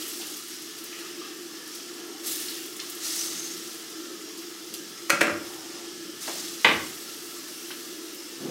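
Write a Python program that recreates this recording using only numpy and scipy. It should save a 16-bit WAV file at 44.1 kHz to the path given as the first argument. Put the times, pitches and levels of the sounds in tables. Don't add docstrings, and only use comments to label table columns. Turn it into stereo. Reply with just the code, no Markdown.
import sys
import numpy as np
from scipy import signal
from scipy.io import wavfile
from scipy.ndimage import uniform_filter1d

SR = 44100
rng = np.random.default_rng(int(sys.argv[2]) if len(sys.argv) > 2 else 0)


def boost(x):
    u = np.asarray(x, float) / 20
    return 10 ** u


def wrap_up_sound(samples):
    columns = np.atleast_2d(samples).T
    tamed = np.clip(columns, -1, 1)
    steps = np.round(tamed * 32767).astype(np.int16)
    wavfile.write(sys.argv[1], SR, steps)


N = 374850

# (frequency [Hz], density [dB per Hz])
FAN_WASH = [(18, -70), (32, -66), (103, -25), (270, -6.5), (333, -6), (608, -20), (1000, -21.5),
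            (1330, -13), (1480, -22.5), (2430, -22), (2850, -16), (3900, -19), (5200, -12), (12300, -27.5),
            (15600, -30)]
# (frequency [Hz], width [Hz], level over the wash [dB])
DUCT_MODES = [(334.8, 21.5, 23.6), (424, 21, 11.2), (1338, 33, 3.2), (1714, 300, 9.4), (3380, 540, 2.3),
              (5630, 410, 1), (12200, 620, 7.4)]
# (frequency [Hz], likeness [0-1])
MIC_LIKENESS = [(60, 0.26), (300, 1), (700, 0.45), (1650, 0.74), (4970, 0.77), (15000, 0.79)]
# (time [s], level [dB])
DUCT_BOOM = [(0.0, -45), (0.87, -50), (1.06, -46.5), (1.47, -47.5), (2.65, -46.5), (2.98, -48), (3.36, -47),
             (3.97, -48), (4.12, -45.5), (4.95, -48.5), (5.28, -46), (5.66, -47.5), (6.86, -47.5),
             (7.13, -48.5), (8.14, -46), (8.5, -46.5)]
# (start [s], hold [s], centre [Hz], level over the wash [dB])
COOK_STIRS = [(.45, 0.29, 690, -5), (0.953, 0.39, 2400, 3), (0.952, 0.39, 1250, 1.5),
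              (1.597, 0.055, 1400, 2), (1.95, 0.2, 800, 4.5), (2.4, 0.21, 2240, 4), (3.25, 0.36, 175, 3),
              (3.9, .3, 650, 1.5), (4.2, .5, 2500, -1), (4.694, 0.26, 175, 3.5), (5.45, 0.36, 770, 6),
              (5.6, .2, 140, 3.5), (6.0, 0.53, 142, 3.5), (7.848, 0.18, 840, 0.5)]
# (frequency [Hz], density [dB per Hz])
FRYING_COLOUR = [(410, -67), (700, -8.5), (944, -22.5), (1340, -8), (1570, -18), (2030, -7.5),
                 (2440, -13.5), (2740, -8), (5740, -2), (12200, -5.5), (15600, -8.5)]
# (start [s], vigour [dB], hold [s], fade [dB/s], fine spray over the vigour [dB])
BATTER_FLARES = [(-.05, -40, .1, 16, -4), (.84, -51.5, .1, 21, -12), (1.673, -45.5, 0.074, 32, -13),
                 (2.247, -33.5, .02, 38, -0.5), (2.803, -46.5, .15, 20, -4), (3.023, -31.5, 0.11, 28, -12),
                 (3.4, -50, 0.054, 25, -17), (3.617, -51, 0.17, 49, 8), (4.366, -52, .03, 25, -4),
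                 (4.65, -56.5, 0.55, 17, -5), (5.417, -50.5, 0.091, 30, -3), (5.65, -47.5, 0.045, 29, -22),
                 (6.198, -38, 0.2, 35, -11.5), (6.587, -45.5, 0.37, 6, -2.5), (7.45, -56, 0.36, 22, 15)]
# (time [s], peak [dB], centre [Hz], spread [octaves])
BUBBLES = [(0.019, -21, 2860, 0.29), (0.194, -33, 780, 0.24), (0.215, -18, 3370, 0.45),
           (0.229, -27, 2850, 0.31), (0.927, -23, 2630, 0.5), (1.022, -33, 1390, 0.27),
           (1.213, -30, 1230, 0.17), (1.564, -23.5, 3680, 0.28), (2.282, -18, 3560, 0.21),
           (2.484, -13, 4300, 0.46), (4.974, -27, 2400, 0.28), (5.695, -33, 1900, 0.6),
           (8.103, -31, 2660, 0.39)]
# (time [s], peak [dB], centre [Hz], spread [octaves])
FAT_SPITS = [(0.0794, -22, 11900, 0.8), (0.2687, -29, 9230, 0.74), (0.2994, -29, 8960, 0.74),
             (0.367, -21, 13100, 1.1), (0.4827, -30, 8570, 0.8), (0.6209, -28.5, 8650, 0.94),
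             (0.784, -29.5, 9330, 0.88), (0.84, -22, 13000, 1.2), (0.9894, -32, 8590, 0.8),
             (1.3427, -36, 12200, 0.74), (1.6755, -31, 8880, 0.68), (1.7494, -27, 8770, 1),
             (2.4094, -31, 11300, 0.8), (2.6594, -26.5, 11200, 0.82), (2.7655, -26, 9620, 0.87),
             (2.8992, -20.5, 11300, 0.92), (2.9494, -27, 10300, 0.8), (3.2394, -26, 11400, 0.8),
             (3.4344, -32, 8740, 0.86), (3.8994, -33, 9580, 0.8), (4.376, -31, 9510, 0.8),
             (4.739, -22.5, 8900, 0.85), (4.8972, -35, 10100, 0.8), (6.6372, -33, 8920, 0.8),
             (7.2294, -49, 12200, 0.8), (8.1458, -28, 13700, 0.66)]
# (time [s], peak [dB], centre [Hz], spread [octaves])
LIGHT_TAPS = [
    (2.7945, -27, 2600, 0.98),
    (2.799, -23.5, 4350, 0.56),
    (4.740, -25.5, 3900, 0.65),
    (5.31, -41.5, 130, 0.51),
    (5.4, -58, 88, .4),
    (6.284, -29, 704, 0.86),
    (6.75, -51.5, 92, 0.54),
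    (7.7045, -28, 1700, 1),
    (7.712, -30.5, 3180, 0.55),
]
# (time [s], pitch [Hz], level [dB])
STEAM_PUFFS = [
    (3.029, 6540, -44),
    (3.052, 5950, -40),
    (3.138, 5970, -37),
    (3.186, 5880, -21),
    (3.27, 6250, -37),
    (3.33, 6400, -38),
    (3.395, 6400, -28.5),
    (3.445, 6360, -29),
    (3.505, 6430, -36),
]
# (time [s], peak [dB], brightness [dB per octave])
LADLE_BLOWS = [(5.0968, -10, 2.5), (5.0995, -12, 2), (5.1022, -2, 1.4), (5.116, -19, -5),
               (5.13, -18.5, -13.5), (5.146, -20, 4), (5.2092, -10, -0.5), (5.2125, -6.5, 0.5),
               (5.2155, -7.5, -3.5), (5.228, -16, 14), (5.242, -22, -8), (5.27, -20, 1.5),
               (5.279, -16, -6.5), (5.298, -20.5, -3.5)]
# (frequency [Hz], level [dB])
BOWL_COLOUR = [(35, -68), (65, -45), (130, -29), (220, -13.5), (420, -14.5), (600, -4), (1000, -7.5),
               (1420, 1), (1800, -2.5), (2150, -5.5), (2520, -4), (3300, -14.5), (6000, -15),
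               (15600, -29.5)]
# (frequency [Hz], level [dB], t60 [s])
BOWL_RING = [(346.4, 4.5, 0.15), (595, 1, 0.073), (820, -21, 0.068), (1393, -13, 0.24), (1890, -11, 0.057),
             (2660, -16, 0.044)]
# (time [s], peak [dB], brightness [dB per octave])
PAN_BLOWS = [
    (6.279, -21.5, -3.5),
    (6.6462, -4, 2.9),
    (6.6482, -1, 1.8),
    (6.6545, -5, 0.3),
    (6.666, -8.5, -3),
    (6.688, -9, 0),
    (6.712, -12.5, -1.5),
]
# (frequency [Hz], level [dB])
HOB_COLOUR = [(40, -65), (70, -31), (190, -11), (330, -3.5), (470, -4.5), (900, -5), (1800, -1.5),
              (3000, -4), (4400, -16), (6500, -28), (9000, -42), (16000, -43)]
# (frequency [Hz], level [dB], t60 [s])
HOB_RING = [(372, -5, 0.15), (1175, -1, 0.11), (1790, -20, .1), (2300, -26, .15), (2360, -8, 0.096),
            (2800, -4, 0.11)]
# (time [s], level [dB])
PAN_DRAG = [
    (8.38, -45),
    (8.386, -63),
    (8.402, -40),
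    (8.5, -33),
]
# (frequency [Hz], level [dB])
DRAG_COLOUR = [(35, -64.5), (60, -56), (141, 1), (401, 0.5), (837, -20), (1280, -16), (1610, -26),
               (3000, -25), (3900, -52), (6600, -120)]
# (frequency [Hz], t60 [s])
WALL_T60 = [(100, 0.77), (500, 0.5), (2000, 0.43), (6000, 0.38), (14000, 0.16)]


def evened(x):
    return x / np.sqrt(np.mean(x ** 2) + 1e-20)


def read(points, hz):
    f, value = np.transpose(points)
    return np.interp(np.log(hz + 1), np.log(f + 1), value)


def curve(rows, t):
    s, level_db = np.transpose(rows)
    return np.interp(t, s, level_db)


def drift(shape, bins, frames):
    across_hz = uniform_filter1d(rng.standard_normal(shape), bins, 0)
    return evened(uniform_filter1d(across_hz, frames, 1))


def pair(a, b, hz):
    same = np.clip(read(MIC_LIKENESS, hz), 0, 1)[:, None]
    side = np.sqrt((1 - same) / (1 + same)) * b
    return np.array([a + side, a - side]) * np.sqrt((1 + same) / 2)


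def causal(db):
    log = np.maximum(np.r_[db, db[-2:0:-1]], -100) * np.log(10) / 20
    return np.fft.ifft(np.exp(np.conj(signal.hilbert(log)))).real[:2048]


def peaks(t, start, db, hold, rise, fade):
    start, db, hold, fade = [np.reshape(x, (-1, 1)) for x in (start, db, hold, fade)]
    late = t - start
    fall_db = rise * np.maximum(-late, 0) + fade * np.maximum(late - hold, 0)
    return boost(2 * (db - fall_db))


def place(rows, sounds, scatter_db, scatter_s):
    fade = np.exp(-np.arange(1500) / SR / scatter_s)
    scatter = rng.standard_normal((len(rows), 1500)) * fade * boost(scatter_db) / np.linalg.norm(fade)
    scatter[:, 0] = 1
    train = np.zeros(N + 4096)
    for row, sound, echoes in zip(rows, sounds, scatter):
        hit = signal.fftconvolve(sound / abs(sound).max(), echoes)
        train[round(row[0] * SR):][:3547] += boost(row[1]) * hit
    return train[:N]


def kitchen(x, tail_db):
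    size = SR // 2
    taps = np.zeros((3, size))
    at = np.arange(60, size - 20, 20) + rng.integers(0, 20, (3, (size - 61) // 20))
    np.put_along_axis(taps, at, rng.choice([-1., 1.], at.shape), 1)
    hz, t, z = signal.stft(taps, SR, nperseg=256)
    z = z * boost(-60 * t / read(WALL_T60, hz)[:, None])
    tail = signal.istft(z, SR, nperseg=256)[1][:, :size]
    tail = boost(tail_db) * tail / np.linalg.norm(tail[0])
    side = 0.26 * signal.lfilter(*signal.butter(1, 1800 / SR, "high"), tail[1] - tail[2])
    echo = tail[0] + np.array([side, -side])
    echo[:, 0] += 1
    return signal.fftconvolve(x[None], echo, axes=1)[:, :N]


def fan(level_db=-41, boom_hz=335, stir_edge_s=0.096):
    frames, hz = N // 512 + 5, np.fft.rfftfreq(2048, 1 / SR)
    t = np.arange(frames) * 512 / SR
    a, b, c, d = rng.standard_normal((frames, len(hz), 4)).T
    colour_db = read(FAN_WASH, hz)
    colour_db = colour_db + sum(db / (1 + (2 * (hz - f) / w) ** 2) for f, w, db in DUCT_MODES)
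    boom_db = curve(DUCT_BOOM, t)
    swell_db = np.outer(np.exp(-4 * np.log2((hz + 1) / boom_hz) ** 2), boom_db - np.median(boom_db))
    for s, hold, centre_hz, db in COOK_STIRS:
        shape = np.clip(np.minimum(t - s, s + hold - t) / stir_edge_s + 1, 0, 1)
        swell_db = swell_db + db * np.outer(np.exp(-2.5 * np.log2((hz + 1) / centre_hz) ** 2), shape)
    gusts_db = 0.7 * drift(a.shape, 20, 8)
    room_modes_db = 3.13 * drift(a.shape, 2, 12) * (hz[:, None] > 450)
    field_db = colour_db[:, None] + 1.5 * swell_db + gusts_db + room_modes_db
    z = pair(a + 1j * b, c + 1j * d, hz) * boost(field_db)
    return boost(level_db) * evened(signal.istft(z, nperseg=2048, noverlap=1536)[1][:, :N])


def vigour(t, rise_db_per_s=336, simmer_db=-53, simmer_spray_db=-7):
    start, db, hold, fade, spray_db = np.transpose(BATTER_FLARES)
    power = peaks(t, start + 0.026, db, hold, rise_db_per_s, fade)
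    simmer = boost(2 * simmer_db)
    total = power.sum(0) + simmer
    level_db = 10 * np.log10(total)
    mean_spray_db = (spray_db @ power + simmer_spray_db * simmer) / total
    coarse_db = 3.5 - 0.52 * (level_db - simmer_db)
    return level_db, mean_spray_db, coarse_db


def frying(per_s=5000, spread_db=2.5, hiss=0.79, flicker_db=1.0, patchy_db=1.0):
    size = boost(spread_db * np.minimum(rng.exponential(1, (2, N)), 6))
    clicks = size * (rng.random((2, N)) < per_s / SR) * rng.choice([-1, 1], (2, N))
    spot = rng.integers(0, 16, N)
    smears = 0.92 * rng.standard_normal((16, 600)) * np.exp(-np.arange(600) / 205.0)
    echoes = np.zeros((2, N))
    for k, smear in enumerate(smears):
        echoes += signal.oaconvolve(clicks * (spot == k), smear[None], axes=1)[:, :N]
    bursts = evened(clicks + echoes)
    hissing = bursts + hiss * rng.standard_normal((2, N))
    hz, t, z = signal.stft(hissing, SR, nperseg=256, noverlap=192)
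    vigour_db, spray_db, coarse_db = vigour(t)
    octave = np.log2((hz[:, None] + 1) / 6000)
    top, bottom = np.clip(octave / 1.9, 0, 1), np.clip(-octave / 1.14, 0, 1)
    field_db = read(FRYING_COLOUR, hz)[:, None] + top * (spray_db + 1.0) + bottom * (coarse_db + 5.5)
    field_db = field_db + flicker_db * drift(z[0].shape, 60, 10) + patchy_db * drift(z[0].shape, 5, 16)
    heard = pair(z[0], z[1], hz) * boost(field_db + vigour_db)
    return boost(7.5) * signal.istft(heard, SR, nperseg=256, noverlap=192)[1][:, :N]


def pops(rows, scatter_db, scatter_s):
    hz = np.fft.rfftfreq(4096, 1 / SR) + 1
    clicks = [causal(-6 * (np.log2(hz / f) / max(octaves, .05)) ** 2) for s, db, f, octaves in rows]
    return place(rows, clicks, scatter_db, scatter_s)


def bubbles():
    return kitchen(boost(-15.5) * pops(BUBBLES, scatter_db=9.0, scatter_s=0.0057), tail_db=1.5)


def spits():
    return kitchen(boost(-8.5) * pops(FAT_SPITS, scatter_db=15.5, scatter_s=0.0084), tail_db=-2.0)


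def light_taps():
    return kitchen(boost(-3.0) * pops(LIGHT_TAPS, scatter_db=10.0, scatter_s=0.0096), tail_db=-5.0)


def steam(start_s=3.0, end_s=3.6, width_hz=350, flutter_db=4.0):
    t = np.arange(start_s, end_s, 1 / SR)
    start, pitch, puff_db = np.transpose(STEAM_PUFFS)
    hz = np.interp(t, start, pitch)
    db = 10 * np.log10(peaks(t, start, puff_db, 0, rise=1500, fade=246).sum(0))
    low = signal.lfilter(*signal.butter(2, width_hz / SR), rng.standard_normal((2, len(t))))
    tone = ((low[0] + 1j * low[1]) * np.exp(2j * np.pi * np.cumsum(hz) / SR)).real
    flutter = evened(uniform_filter1d(rng.standard_normal(len(t)), 200))
    whistle = evened(tone * boost(flutter_db * flutter)) * boost(db - 6.5)
    out = np.zeros(N)
    out[round(t[0] * SR):][:len(t)] = whistle * signal.windows.tukey(len(t), .2)
    return out


def knocks(rows, colour, modes, ring_db, scatter_db, scatter_s):
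    hz, t = np.fft.rfftfreq(4096, 1 / SR), np.arange(SR // 3) / SR
    octave = np.log2((hz + 400) / 1900)
    clicks = [causal(read(colour, hz) + tilt_db * octave) for s, db, tilt_db in rows]
    blows = place(rows, clicks, scatter_db, scatter_s)
    ring = sum(boost(db - 60 * t / t60) * np.sin(2 * np.pi * f * t) for f, db, t60 in modes)
    return blows + boost(ring_db) * signal.oaconvolve(blows, ring)[:N]


def ladle():
    blows = knocks(LADLE_BLOWS, BOWL_COLOUR, BOWL_RING, ring_db=-44.5, scatter_db=7.5, scatter_s=.0035)
    return kitchen(boost(-3.0) * blows, tail_db=-3.0)


def pan_knocks():
    blows = knocks(PAN_BLOWS, HOB_COLOUR, HOB_RING, ring_db=-44.5, scatter_db=5.0, scatter_s=0.0054)
    return kitchen(boost(-2.0) * blows, tail_db=-2.0)


def drag():
    t = np.arange(N) / SR
    unevenness = evened(uniform_filter1d(rng.standard_normal(N), 150))
    slips = rng.standard_normal(N) * boost(2.5 * unevenness)
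    pushed = slips * boost(curve(PAN_DRAG, t)) * (t > PAN_DRAG[0][0])
    body = causal(read(DRAG_COLOUR, np.fft.rfftfreq(4096, 1 / SR)))
    return boost(-1.5) * signal.oaconvolve(pushed, body / np.linalg.norm(body))[:N]


def scene():
    mix = fan() + frying() + steam() + drag()
    mix += bubbles() + spits() + light_taps()
    mix += ladle() + pan_knocks()
    return mix * boost([[.2], [-.2]])


def roll_off(x):
    return signal.sosfilt(signal.butter(12, 17020, fs=SR, output="sos"), x)


def record(dry):
    power_db = 10 * np.log10(abs(uniform_filter1d((dry ** 2).mean(0), 300)) + 1e-12)
    fall = np.arange(N) * 13.3 / SR
    over_db = np.maximum(np.maximum.accumulate(power_db + fall) - fall + 10.0, 0)
    ducked = dry / boost(0.16 * uniform_filter1d(over_db, 300, origin=149))
    overloaded = np.tanh(ducked / 1.543) * 1.668
    edge = signal.firwin(511, 15850, window=("kaiser", 5), fs=SR)
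    mix = signal.oaconvolve(overloaded, edge[None], "same")
    return roll_off(mix)


dry = scene()
out = record(dry)
wrap_up_sound(out)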